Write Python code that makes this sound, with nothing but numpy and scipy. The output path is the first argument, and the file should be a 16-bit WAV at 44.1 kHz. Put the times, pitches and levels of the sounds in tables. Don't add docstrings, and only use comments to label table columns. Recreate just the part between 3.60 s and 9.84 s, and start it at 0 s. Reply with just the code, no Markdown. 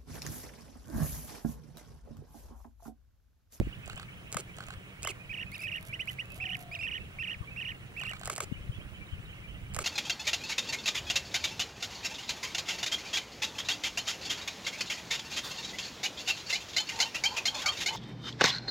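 import sys
import numpy as np
from scipy import signal
from scipy.fft import rfft, irfft
from scipy.io import wavfile
from scipy.ndimage import uniform_filter1d

SR = 44100
rng = np.random.default_rng(int(sys.argv[2]) if len(sys.argv) > 2 else 0)


def generate_wav(signal):
    frames = np.transpose(np.atleast_2d(signal))
    scaled = np.clip(frames, -1, 1) * 32767
    pcm = np.round(scaled).astype(np.int16)
    wavfile.write(sys.argv[1], SR, pcm)


def undo_db(level):
    steps = np.asarray(level, float) / 20
    return 10 ** steps


N = 275184

# pitch_hz at start, middle, end
HICCUP_HZ = (1900, 1865, 1820)
# pitch_hz, width_hz, level_db
CLACK = [(1250, 260, 0), (1550, 300, -8), (2200, 450, -6), (3300, 700, -8), (4450, 700, -9),
         (6100, 900, -13)]


def evened(x):
    return x / np.sqrt(np.mean(x ** 2) + 1e-20)


def smoothed_noise(size):
    return evened(uniform_filter1d(rng.standard_normal(N), size=size))


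def read(points, hz):
    f, value = np.transpose(points)
    return np.interp(np.log(hz + 1), np.log(f + 1), value)


def tinted(x, colour):
    curve = np.log(undo_db(read(colour, np.fft.rfftfreq(512, 1 / SR))))
    fold = np.r_[1, np.full(255, 2), 1, np.zeros(255)]
    taps = irfft(np.exp(rfft(irfft(curve) * fold)))
    return signal.oaconvolve(x, taps / np.linalg.norm(taps))[:len(x)]


def body(x, modes):
    out = 0
    for k, (hz, width, db) in enumerate(modes):
        ring = signal.lfilter(*signal.iirpeak(hz, hz / width, SR), x)
        out = out + (-1) ** k * undo_db(db) * ring
    return out


def placed(x, pan_db, lag):
    cycles = np.fft.rfftfreq(len(x))
    side_db = read(pan_db, cycles * SR) if np.ndim(pan_db) else pan_db
    side = undo_db(side_db / 2)
    left = side * np.exp(-2j * np.pi * cycles * lag)
    right = 1 / side + 0 * cycles
    return irfft(rfft(x) * np.array([left, right]), len(x))


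def bank(x, t60, wet_db):
    t = np.arange(SR // 3) / SR
    tail = rng.standard_normal((2, len(t))) * undo_db(-60 * t / t60) * (t > .004)
    echoes = signal.fftconvolve(x[None], tail / np.linalg.norm(tail[0]), axes=1)
    return undo_db(wet_db) * echoes[:, :N]


def noise(colour, size, patchy_db, same, lag):
    frames, hz = 4 * N // size + 5, np.fft.rfftfreq(size, 1 / SR)
    a, b, c, d, patches = rng.standard_normal((frames, len(hz), 5)).T
    patches = evened(uniform_filter1d(uniform_filter1d(patches, size=9, axis=0), size=7, axis=1))
    same = np.clip(read(same, hz), 0, 1)[:, None]
    right = a + 1j * b
    late = np.exp(-2j * np.pi * hz * lag / SR)[:, None]
    left = same * right * late + np.sqrt(1 - same ** 2) * (c + 1j * d)
    spectrum = np.array([left, right]) * undo_db(read(colour, hz)[:, None] + patchy_db * patches)
    return evened(signal.istft(spectrum, nperseg=size, noverlap=3 * size // 4)[1][:, :N])


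def whine():
    return undo_db(-76.5) * np.sin(2 * np.pi * 15708 * np.arange(N) / SR)


def open_air():
    # pitch_hz, level_db per Hz
    air_colour = [(120, -33), (200, -2.5), (244, -8.5), (683, -14.5), (880, -20), (1040, -16.5),
                  (2210, -13), (3010, -17), (4640, -31), (10300, -31.5), (12500, -38), (15000, -36)]
    # pitch_hz, likeness from 0 to 1
    air_alike = [(700, .4), (2500, .75), (3600, .5), (4800, .1)]
    return undo_db(-53.5) * noise(air_colour, 512, 1.7, air_alike, 8.7) * undo_db(np.array([[-1.2], [1.2]]))


def drone():
    # pitch_hz, width_hz, level_db
    hums = [(121.4, 19, 0.0071), (193.5, 30, -0.26), (96.9, 29, 0.97)]
    rumble = body(body(rng.standard_normal(N), hums), hums)
    return placed(undo_db(-52) * evened(rumble), 0.38, 1.2)


def whistle(ms, start_hz, end_hz, arch_hz):
    u = np.linspace(0, 1, int(ms * SR / 1000))
    hz = start_hz + (end_hz - start_hz) * u + arch_hz * np.sin(np.pi * u)
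    return np.sqrt(2) * np.sin(2 * np.pi * np.cumsum(hz) / SR) * signal.windows.tukey(len(u), .6)


def colony():
    # start_s, length_ms, first_pitch_hz, last_pitch_hz, level_db
    glides = [(.124, 14, 2600, 3100, -47), (.362, 18, 2750, 3250, -47), (.535, 16, 3000, 3450, -58),
              (.934, 17, 2650, 3400, -54), (2.64, 25, 2350, 2750, -52), (4.14, 22, 2600, 2900, -52),
              (5.21, 18, 3050, 3250, -55), (5.115, 22, 3000, 3150, -56), (5.955, 25, 1950, 1950, -57),
              (5.465, 12, 3800, 3650, -61), (5.652, 14, 3800, 3700, -58), (5.76, 35, 2150, 2050, -58),
              (3.815, 32, 1230, 930, -55), (5.325, 50, 2800, 2050, -58), (5.14, 40, 3300, 3400, -59),
              (5.93, 40, 3100, 3050, -60), (.145, 14, 3100, 3700, -58), (.378, 12, 3200, 3600, -54)]
    # start_s, level_db
    arches = [(5.503, -55.5), (5.672, -56), (5.864, -53.5), (6.092, -59), (5.0, -62), (5.315, -63)]
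    # start_s, level_db
    rises = [(.135, -54), (.294, -52), (0.369, -50.5), (.516, -52), (0.566, -55), (0.663, -52),
             (5.723, -51), (5.132, -54), (5.197, -53), (5.411, -55), (5.577, -55), (5.787, -58),
             (5.879, -54), (5.948, -55), (.022, -57), (1.126, -57)]
    # start_s, length_ms, pitch_hz at both ends, level_db
    humps = [(.225, 35, 2350, -54), (.882, 28, 2150, -53), (1.065, 30, 2350, -55), (1.59, 48, 2280, -53),
             (1.856, 40, 2330, -48.5), (2.286, 42, 2150, -48), (2.694, 55, 2400, -49),
             (3.395, 35, 2450, -48), (3.867, 35, 2150, -47), (3.902, 41, 2400, -48), (4.53, 30, 2130, -49),
             (4.92, 40, 2750, -51), (4.96, 30, 2330, -57), (5.342, 26, 2900, -57), (6.058, 22, 2130, -55)]
    # start_s, length_ms, pitch_hz at both ends, level_db
    left_humps = [(.475, 35, 2050, -54), (5.4, 48, 2150, -52), (5.828, 46, 2200, -54),
                  (4.953, 24, 2150, -56)]
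    hump_hz = 220
    # start_s, length_ms, first_pitch_hz, last_pitch_hz, level_db, arch_hz
    calls = [(a * N / SR, 12 + 30 * b, 1900 + 1250 * c, 2000 + 1250 * d, -68 + 6 * e, 150)
             for a, b, c, d, e in rng.random((700, 5))]
    calls += [(*row, 60) for row in glides]
    calls += [(s, 62, 2400, 2350, db, 740) for s, db in arches]
    calls += [(s, ms, hz, hz, db, hump_hz) for s, ms, hz, db in humps]
    calls += [(s, 23, 2150, 3250, db, -60) for s, db in rises]
    left_calls = [(s, ms, hz, hz, db, hump_hz) for s, ms, hz, db in left_humps]
    out = np.zeros((2, N + SR))
    for group, usual_pan_db in [(calls, -6), (left_calls, 8)]:
        for s, ms, start_hz, end_hz, db, arch_hz in group:
            pan_db = rng.normal(usual_pan_db, 1.4)
            note = undo_db(db) * whistle(ms, start_hz, end_hz, arch_hz)
            for port, (late, side) in enumerate([(8, .5), (0, -.5)]):
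                at = round(s * SR) + late
                out[port, at:at + len(note)] += note * undo_db(side * pan_db)
    return out[:, :N] + bank(out[1, :N], .14, -11)


def dove():
    # time_s, pitch_hz, level_db
    coos = [
        [(1.949, 656, -79), (2.15, 640, -64.5), (2.501, 649.5, -64), (2.6, 594, -84)],
        [(2.711, 516.5, -67), (2.765, 635, -59), (2.81, 760, -56.5), (2.951, 727, -55), (3.14, 686, -54),
         (3.2, 670, -60), (3.26, 648, -69)],
    ]
    s, hz, db = np.concatenate(coos).T
    t = np.arange(N) / SR
    purr = 1 + .8 * np.sin(2 * np.pi * 36.5 * t + 2.4 + .4 * smoothed_noise(2000))
    tone = np.sin(2 * np.pi * np.cumsum(np.interp(t, s, hz)) / SR)
    coo = undo_db(np.interp(t, s, db, -120, -120)) * purr * tone
    return placed(coo, -1.3, 4.5) + bank(coo, 0.3, -11)


def wind():
    # time_s, level_db, left_right_db
    strength = [
        (0.0, -33.5, -1),
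        (0.14, -53.5, -4),
        (1.49, -57.5, -0.5),
        (4.81, -54, -1),
        (4.9, -49.5, 16),
        (5.2, -46.5, -14),
        (5.45, -51, -5),
        (5.61, -54, 8),
        (6.24, -45.5, -8.5),
    ]
    # pitch_hz, level_db per Hz
    wind_colour = [(8.8, -43), (15, -53), (43, 1), (97, -1), (269, -19.5), (314, -21), (408, -47),
                   (506, -25.5), (600, -41), (780, -61), (1320, -120)]
    # time_s, peak_db, width_ms, port (0 left, 1 right)
    buffets = [(.0051, -14, 1.05, 1), (.014, -19.5, .59, 1), (.0251, -30, 2.7, 1), (.0728, -23, 1.03, 0),
               (.7607, -24.5, 1.57, 0), (3.8118, -25.5, 2.8, 0), (4.917, -29.5, .92, 0),
               (4.9246, -18.5, 1.46, 0), (5.0975, -21.5, 2.5, 0), (5.103, -38, 5, 1),
               (5.1872, -28.5, 1.55, 1), (5.5353, -24.5, 3.1, 0)]
    s, db, pan_db = np.transpose(strength)
    t = np.arange(N) / SR
    level_db = np.interp(t, s, db) + np.array([[.5], [-.5]]) * np.interp(t, s, pan_db)
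    lumps = uniform_filter1d(rng.standard_normal((2, N)), size=900)
    lumps = evened(uniform_filter1d(lumps, size=900))
    turbulence = noise(wind_colour, 2048, 1.5, [(40, .55), (150, .8), (300, .75)], 0)
    out = undo_db(level_db + 1.5 + 4.5 * lumps) * turbulence
    for s, db, ms, port in buffets:
        u = (t - s) / ms * 1000
        out[int(port > .5)] -= undo_db(db) * (1 - u ** 2) * np.exp(-np.minimum(u ** 2 / 2, 50))
    return out


def ringing(shots, rings):
    out = np.zeros(N + SR)
    for s, db in shots:
        for ms, length, hz, ring_db in rings:
            t = np.arange(int(length * 2 * SR / 1000)) / SR
            gate = np.minimum(t / .0005, 1) * np.exp(-1.5 * (1000 * t / length) ** 3)
            tone = np.sin(2 * np.pi * hz * rng.normal(1, .012) * t)
            at = round((s + ms / 1000) * SR)
            out[at:at + len(t)] += undo_db(db + ring_db + rng.normal(0, 1)) * gate * tone
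    return out[:N]


def camera(shots, steps, strengths, clack_modes, tick_colour, pan_db, tick_pan_db, lag, alike, rings=()):
    # pitch_hz, width_hz, level_db
    thud_modes = [(400, 90, 0), (600, 220, 0), (800, 240, -3)]
    lead = 2600
    t = np.arange(-lead, lead + 400) / SR * 1000
    out = np.zeros((3, N + SR))
    habit = rng.standard_normal((3, len(t)))
    grain = evened(uniform_filter1d(rng.standard_normal(len(t)), size=30))
    grain = evened(undo_db(1.8 * grain))
    for s, db in shots:
        knocks = alike * habit + (1 - alike) * rng.standard_normal(habit.shape)
        knocks = knocks * grain / np.hypot(alike, 1 - alike)
        drive = np.zeros(habit.shape)
        for (ms, length), parts_db in zip(steps, strengths):
            u = np.maximum(t - ms, 0) / length
            rise = np.minimum((5 if length < 13 else 2) * u, 1)
            gate = rise * np.exp(-u ** 2 * 1.5)
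            strike = 4.5 * (length < 5) * np.diff(1. * (t >= ms), prepend=0)
            hits = gate * knocks + strike * np.array([[1.], [1.], [.35]])
            drive += undo_db(np.array(parts_db))[:, None] * hits
        at = round(s * SR) - lead
        out[:, at:at + len(t)] += undo_db(db) * drive
    thud = body(out[0, :N], thud_modes) / np.std(body(habit[0], thud_modes))
    clack = body(out[1, :N], clack_modes) / np.std(body(habit[0], clack_modes))
    knock = thud + ringing(shots, rings) + clack
    tick = tinted(out[2, :N], tick_colour)
    direct = placed(knock, pan_db, lag) + placed(tick, tick_pan_db, lag + 2)
    return direct + bank(knock + .45 * tick, 0.06, -12)


def far_camera():
    # slap_s, level_db
    shots = [
        (2.0046, 0.014),
        (2.2511, 0),
        (2.4975, 0.0018),
        (2.744, 0.0031),
        (2.9919, 0.001),
    ]
    # press_s, level_db
    presses = [
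        (1.9168, 0.5),
        (2.163, -3),
        (2.409, -7),
        (2.656, -7),
        (2.904, -6),
    ]
    # time_ms from the slap, length_ms
    steps = [
        (-41, 2),
        (-24.2, 3),
        (-.3, 3),
        (8, 16),
        (19, 12),
        (33, 4),
        (40, 6),
    ]
    # thud_db, clack_db, tick_db
    strengths = [(-73, -68, -49.5), (-78, -61, -46.5), (-77, -63, -46), (-76, -70, -50.5), (-76, -70, -55),
                 (-73, -64, -50), (-82, -76, -54)]
    # pitch_hz, level_db
    tick_colour = [(3500, 0), (5000, -5), (9000, -0.5), (12000, -3), (13000, -6), (15000, -14)]
    # pitch_hz, left_right_db
    shade = [(5000, -8), (9000, -9), (11800, -17), (14000, -15)]
    out = camera(shots, steps, strengths, CLACK, tick_colour, 0.9, shade, 5.8, 0.39)
    return out + camera(presses, steps[2:3], strengths[2:3], CLACK, tick_colour, -4, shade, 12, .6)


def burst_camera():
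    # slap_s, level_db
    shots = [
        (.2978, 0.012),
        (.3971, 0),
        (1.0052, 0),
        (1.105, 0),
        (4.4352, 0.011),
        (4.534, 0.0049),
        (4.6337, 0.016),
    ]
    # time_ms from the slap, length_ms
    steps = [
        (-47, 3),
        (-38.7, 3),
        (-33, 5),
        (-20.7, 3),
        (-12, 2),
        (-.3, 4),
        (6, 8),
        (13, 20),
        (31, 6),
    ]
    # thud_db, clack_db, tick_db
    strengths = [(-75, -57, -62), (-76, -66, -43), (-56.5, -48.5, -58.5), (-51, -43, -45), (-72, -54, -63),
                 (-54, -39.5, -46), (-56, -72, -65), (-57, -48.5, -56.5), (-61, -49, -60)]
    # pitch_hz, width_hz, level_db
    clack_modes = [(1250, 260, 1), (1610, 300, 1), (2180, 550, -6), (3300, 630, -4), (4430, 600, -6),
                   (6300, 900, -37)]
    # pitch_hz, level_db
    tick_colour = [(4500, -12), (6200, -4.5), (7400, 6), (8300, -3.5), (9200, -8), (12000, -12.5),
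                   (14000, -13), (16000, -22)]
    # pitch_hz, left_right_db
    shade = [(5500, -4), (7000, -7), (8000, -14), (9200, -5), (12000, -7), (14000, -4)]
    # time_ms from the slap, length_ms, pitch_hz, level_db
    rings = [
        (-21.5, 6.1, 660, -46),
        (-18, 3.2, 1150, -43),
        (-1.5, 7.1, 785, -45.5),
        (-0.3, 2.2, 1145, -39.5),
        (0, 3.3, 1540, -39),
    ]
    return camera(shots, steps, strengths, clack_modes, tick_colour, -3.5, shade, 6.5, 0.32, rings)


def near_camera():
    # slap_s, level_db
    shots = [
        (.7688, 4),
        (1.4732, 3.5),
        (4.6991, 4),
        (4.8044, 4),
        (6.1887, 4),
    ]
    # time_ms from the slap, length_ms
    steps = [
        (-50.5, 2),
        (-42.3, 1.5),
        (-39, 9),
        (-25, 4),
        (-.5, 4.5),
        (4, 12),
        (14, 12),
        (23, 11),
        (31, 4),
        (37, 4),
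    ]
    # thud_db, clack_db, tick_db
    strengths = [(-70, -65, -44), (-57, -48, -32), (-57, -52, -49), (-52, -45, -37), (-52, -40, -34),
                 (-56, -55, -53), (-56, -50, -50), (-54, -50, -50), (-54, -46, -44), (-57, -51, -43)]
    # pitch_hz, level_db
    tick_colour = [(4000, -9), (6000, -4), (7200, 4.5), (9000, -5.5), (12000, -12.5), (14000, -20.5),
                   (16000, -22)]
    # pitch_hz, left_right_db
    shade = [(5500, 0), (7000, -5), (8200, -14), (9200, -12), (10200, -8), (11600, 0)]
    # time_ms from the slap, length_ms, pitch_hz, level_db
    rings = [
        (-22, 3.4, 680, -36),
        (-25, 2.5, 1350, -38),
        (-20, 2.6, 1870, -40),
        (-1.45, 6.7, 1194, -34),
        (0.5, 3.3, 1473, -33.5),
        (0.8, 4.8, 2170, -38),
        (2.5, 8.8, 570, -41.5),
        (-1, 7.4, 3900, -54),
        (24.5, 17.6, 380.6, -44.5),
    ]
    return camera(shots, steps, strengths, CLACK, tick_colour, 0.89, shade, 1.14, .65, rings)


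def sung(shape, rows):
    notes, total = [], sum(stroke[0] for stroke in shape)
    for s, ms, pitch, db in rows:
        for length, *rest in shape:
            length = length * ms / total
            if rest:
                hz = [pitch * f for f in rest[:-1]] or HICCUP_HZ
                notes.append((s, length, *hz, db + rest[-1]))
            s += length / 1000
    return notes


def bird(notes, tones, gain_db, db_per_khz, edge_ms, waver_db, swell_db, low_db=0, facing_db=0,
         bright_db_per_khz=0):
    beak_hz, beak_width_hz = 12200, 1500
    out, edge = np.zeros(N), int(edge_ms * SR / 1000)
    waver = undo_db(waver_db * smoothed_noise(90))
    for hiccups in (False, True):
        hz, level = np.zeros(N), np.zeros(N)
        hz[0] = HICCUP_HZ[0]
        half = sorted(n for n in notes if (n[2] == HICCUP_HZ[0]) == hiccups)
        for s, ms, start_hz, mid_hz, end_hz, db in half:
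            span = slice(round(s * SR), round((s + ms / 1000) * SR) + 4)
            u = np.linspace(-1, 1, span.stop - span.start)
            bend_hz = (start_hz + end_hz) / 2 - mid_hz
            hz[span] = mid_hz + (end_hz - start_hz) / 2 * u + bend_hz * u ** 2
            tilt_db = db_per_khz * (hz[span] - hz[span].mean()) / 1000
            level[span] = undo_db(db + gain_db - swell_db * u ** 2 + tilt_db)
        sounding = np.flatnonzero(hz)
        hz = np.interp(np.arange(N), sounding, hz[sounding])
        level = waver * uniform_filter1d(uniform_filter1d(level, edge), edge)
        turns = 2 * np.pi * np.cumsum(uniform_filter1d(hz, size=20)) / SR
        octave_db = low_db * uniform_filter1d(1. * (hz < 1950), size=40)
        for k, db in tones:
            beak_db = facing_db * np.exp(-((k * hz - beak_hz) / beak_width_hz) ** 2)
            bright_db = bright_db_per_khz * (k > 2) * (hz - 3000) / 1000
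            tone_db = db + beak_db + bright_db + octave_db * (k == 2)
            out += np.sqrt(2) * level * undo_db(tone_db) * np.sin(k * turns)
    return out


def answering_bird():
    # multiple of the pitch, level_db
    answer_tones = [
        [(1, 0), (2, -14), (3, -27), (4, -17), (5, -33), (6, -34)],
        [(1, 0), (2, -19), (3, -27), (4, -31), (5, -46), (6, -40)],
    ]
    # length_ms, start_hz, middle_hz, end_hz, level_db
    openings = [
        [(26, 2090, 2340, 2600, -4.5), (4, 2520, 2680, 2850, 3.5)],
        [(25.9, 2200, 2410, 2520, -3.5), (4.004, 2470, 2800, 2900, -3)],
    ]
    # strokes as above; length_ms, level_db = hiccup; length_ms alone = rest
    reply = [
        (6.3, -9.5),
        (16.5, 2936, 2523, 2200, -0.5),
        (12.5, 2200, 1948, 1820, -16.5),
        (5.94,),
        (4.5, 2120, 2200, 2400, -10),
        (19.5, 2540, 2449, 2322, -2),
        (1.6,),
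        (15.5, 2750, 2680, 2700, 1.3),
        (6.05, -16),
        (18, 2830, 2603, 2150, -1.5),
    ]
    # start_s, length_ms, pitch_factor, level_db
    replied = [
        (1.9175, 135.6, .97, -40),
        (3.1141, 137.5, 1.01, -36),
    ]
    song = 0
    for row, opening, tones in zip(replied, openings, answer_tones):
        song = song + bird(sung(opening + reply, [row]), tones, -2.9, 15, 0.37, 0.93, 0.3, low_db=19)
    return placed(song, -5.0, 18.2) + bank(song, 0.12, -15.5)


def trilling_bird():
    # length_ms, start_hz, middle_hz, end_hz, level_db;
    # length_ms, level_db = low hiccup; length_ms alone = rest
    quick_arch = [
        (15, 2230, 2480, 2572, -2),
        (12.5, 2570, 2450, 2200, 0),
        (8, 2197, 2450, 2804, -2.5),
        (6.53, -3),
    ]
    arch = [
        (23.5, 2132, 2601.5, 2736, -2),
        (14, 2737, 2639, 2397, 0),
        (6.95, 2400, 2560, 2900, 0.42),
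        (9, -3.5),
    ]
    fall = [
        (18.5, 3020.5, 2879.5, 2344, 1.1),
        (6, 2347, 2118.5, 1899.5, -5.5),
        (2.4,),
        (6.5, 2100, 2369, 2717, -5.5),
        (3.3, -4),
    ]
    roll = [
        (18.83, 2900, 2768.5, 2150, 0.4),
        (3.2, -20),
        (14, 2620, 2851.5, 2880, 1.4),
        (5.7, -3),
        (5.9, 2990, 3020.5, 2900, 2.2),
        (8.1, -3),
    ]
    broken_end = [
        (7, 2956.5, 2931, 2677, -0.5),
        (4.9, -11),
        (8.5, 2732, 2357.5, 1958, -3),
        (6.5, 1958, 1798, 1601, -12),
    ]
    smooth_end = [
        (12.9, 2980, 2640, 1500, 1.5),
        (10, 1600, 2000, 1500, -18),
    ]
    stutter = [
        (18, 2380, 2660, 2820, -7),
        (4,),
        (9, 3200, 2960, 3150, -1.5),
        (2,),
        (16, 1980, 2120, 1900, -4),
        (14, 3342, 2850, 2450, -3),
        (2.6,),
        (8, 2850, 2559, 2380, -4),
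        (3.3,),
        (6.5, 2400, 2206, 2050, -7),
    ]
    chirp = [
        (26.5, 2070, 2810, 3040, 1),
        (14.5, 1880, 2030, 1800, -9),
    ]
    # start_s, length_ms, pitch_factor, level_db
    quick_arched = [
        (1.6945, 42.44, 1.001, -37.5),
    ]
    arched = [(2.031, 47.9, 0.96, -36), (2.8005, 50, .99, -34.5), (3.2278, 48.4, 1, -34.5),
              (3.5863, 48.7, 1, -34.5), (3.962, 51.3, 1.015, -37.5), (4.365, 48, 0.99, -37.5)]
    fallen = [(1.738, 34.34, 0.99, -39), (2.0783, 37.2, 0.98, -37.5), (2.8535, 37.5, 1.001, -36),
              (3.2763, 37.44, 1, -37), (3.636, 37.7, 1.005, -36.5), (4.013, 36.4, 0.99, -37),
              (4.412, 40, 0.97, -38.5)]
    rolled_broken = [(2.1167, 77.7, .98, -36), (3.3137, 77.5, 1.015, -36), (3.6738, 81.8, 0.99, -36.5),
                     (4.0499, 80.9, 1.002, -37), (4.4513, 82.5, 0.97, -37.5)]
    rolled_smooth = [
        (1.774, 73, .975, -38.5),
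        (2.891, 77.4, 1.012, -36),
    ]
    stuttered = [
        (1.4372, 83.34, 1.001, -35.5),
    ]
    chirped = [
        (2.3266, 41.2, 0.98, -36.5),
        (2.393, 42.3, 1, -34.5),
        (2.474, 42.6, 1.003, -35),
        (2.5847, 44.5, 0.97, -35.5),
    ]
    # multiple of the pitch, level_db
    trill_tones = [(1, 0), (2, -30), (3, -40), (4, -42), (5, -47)]
    chirp_tones = [(1, 0), (2, -28), (3, -29), (4, -40), (5, -40)]
    # time_s, extra level_db of high overtones
    facing = [
        (1.9, 0),
        (2.05, 8),
        (2.35, 7),
        (2.4, 0),
        (4.2, 0),
        (4.35, 19),
    ]
    # pitch_hz, left_right_db
    perch_side = [(1900, -2.5), (2400, -7), (3000, -7)]
    trills = sung(quick_arch, quick_arched) + sung(arch, arched) + sung(fall, fallen)
    trills += sung(roll + broken_end, rolled_broken) + sung(roll + smooth_end, rolled_smooth)
    trills += sung(stutter, stuttered)
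    facing_db = np.interp(np.arange(N) / SR, *np.transpose(facing))
    song = bird(trills, trill_tones, -1.2, 3.2, 0.48, 1.0, 2.0, facing_db=facing_db)
    song += bird(sung(chirp, chirped), chirp_tones, -0.5, 0.92, 2.0, 0.86, 5.4,
                 facing_db=facing_db, bright_db_per_khz=16)
    return placed(song, perch_side, 15.74) + bank(song, 0.12, -15.5)


def scene():
    background = whine() + open_air() + drone() + colony() + dove()
    cameras = far_camera() + burst_camera() + near_camera()
    return background + wind() + cameras + answering_bird() + trilling_bird()


def top_cut(x):
    return signal.sosfilt(signal.butter(12, 16540, fs=SR, output="sos"), x)


def record(dry):
    low_pass = signal.firwin(511, 15950, window=("kaiser", 7), fs=SR)
    limited = signal.oaconvolve(dry, low_pass[None], "same")
    return top_cut(limited)


dry = scene()
out = record(dry)
generate_wav(out)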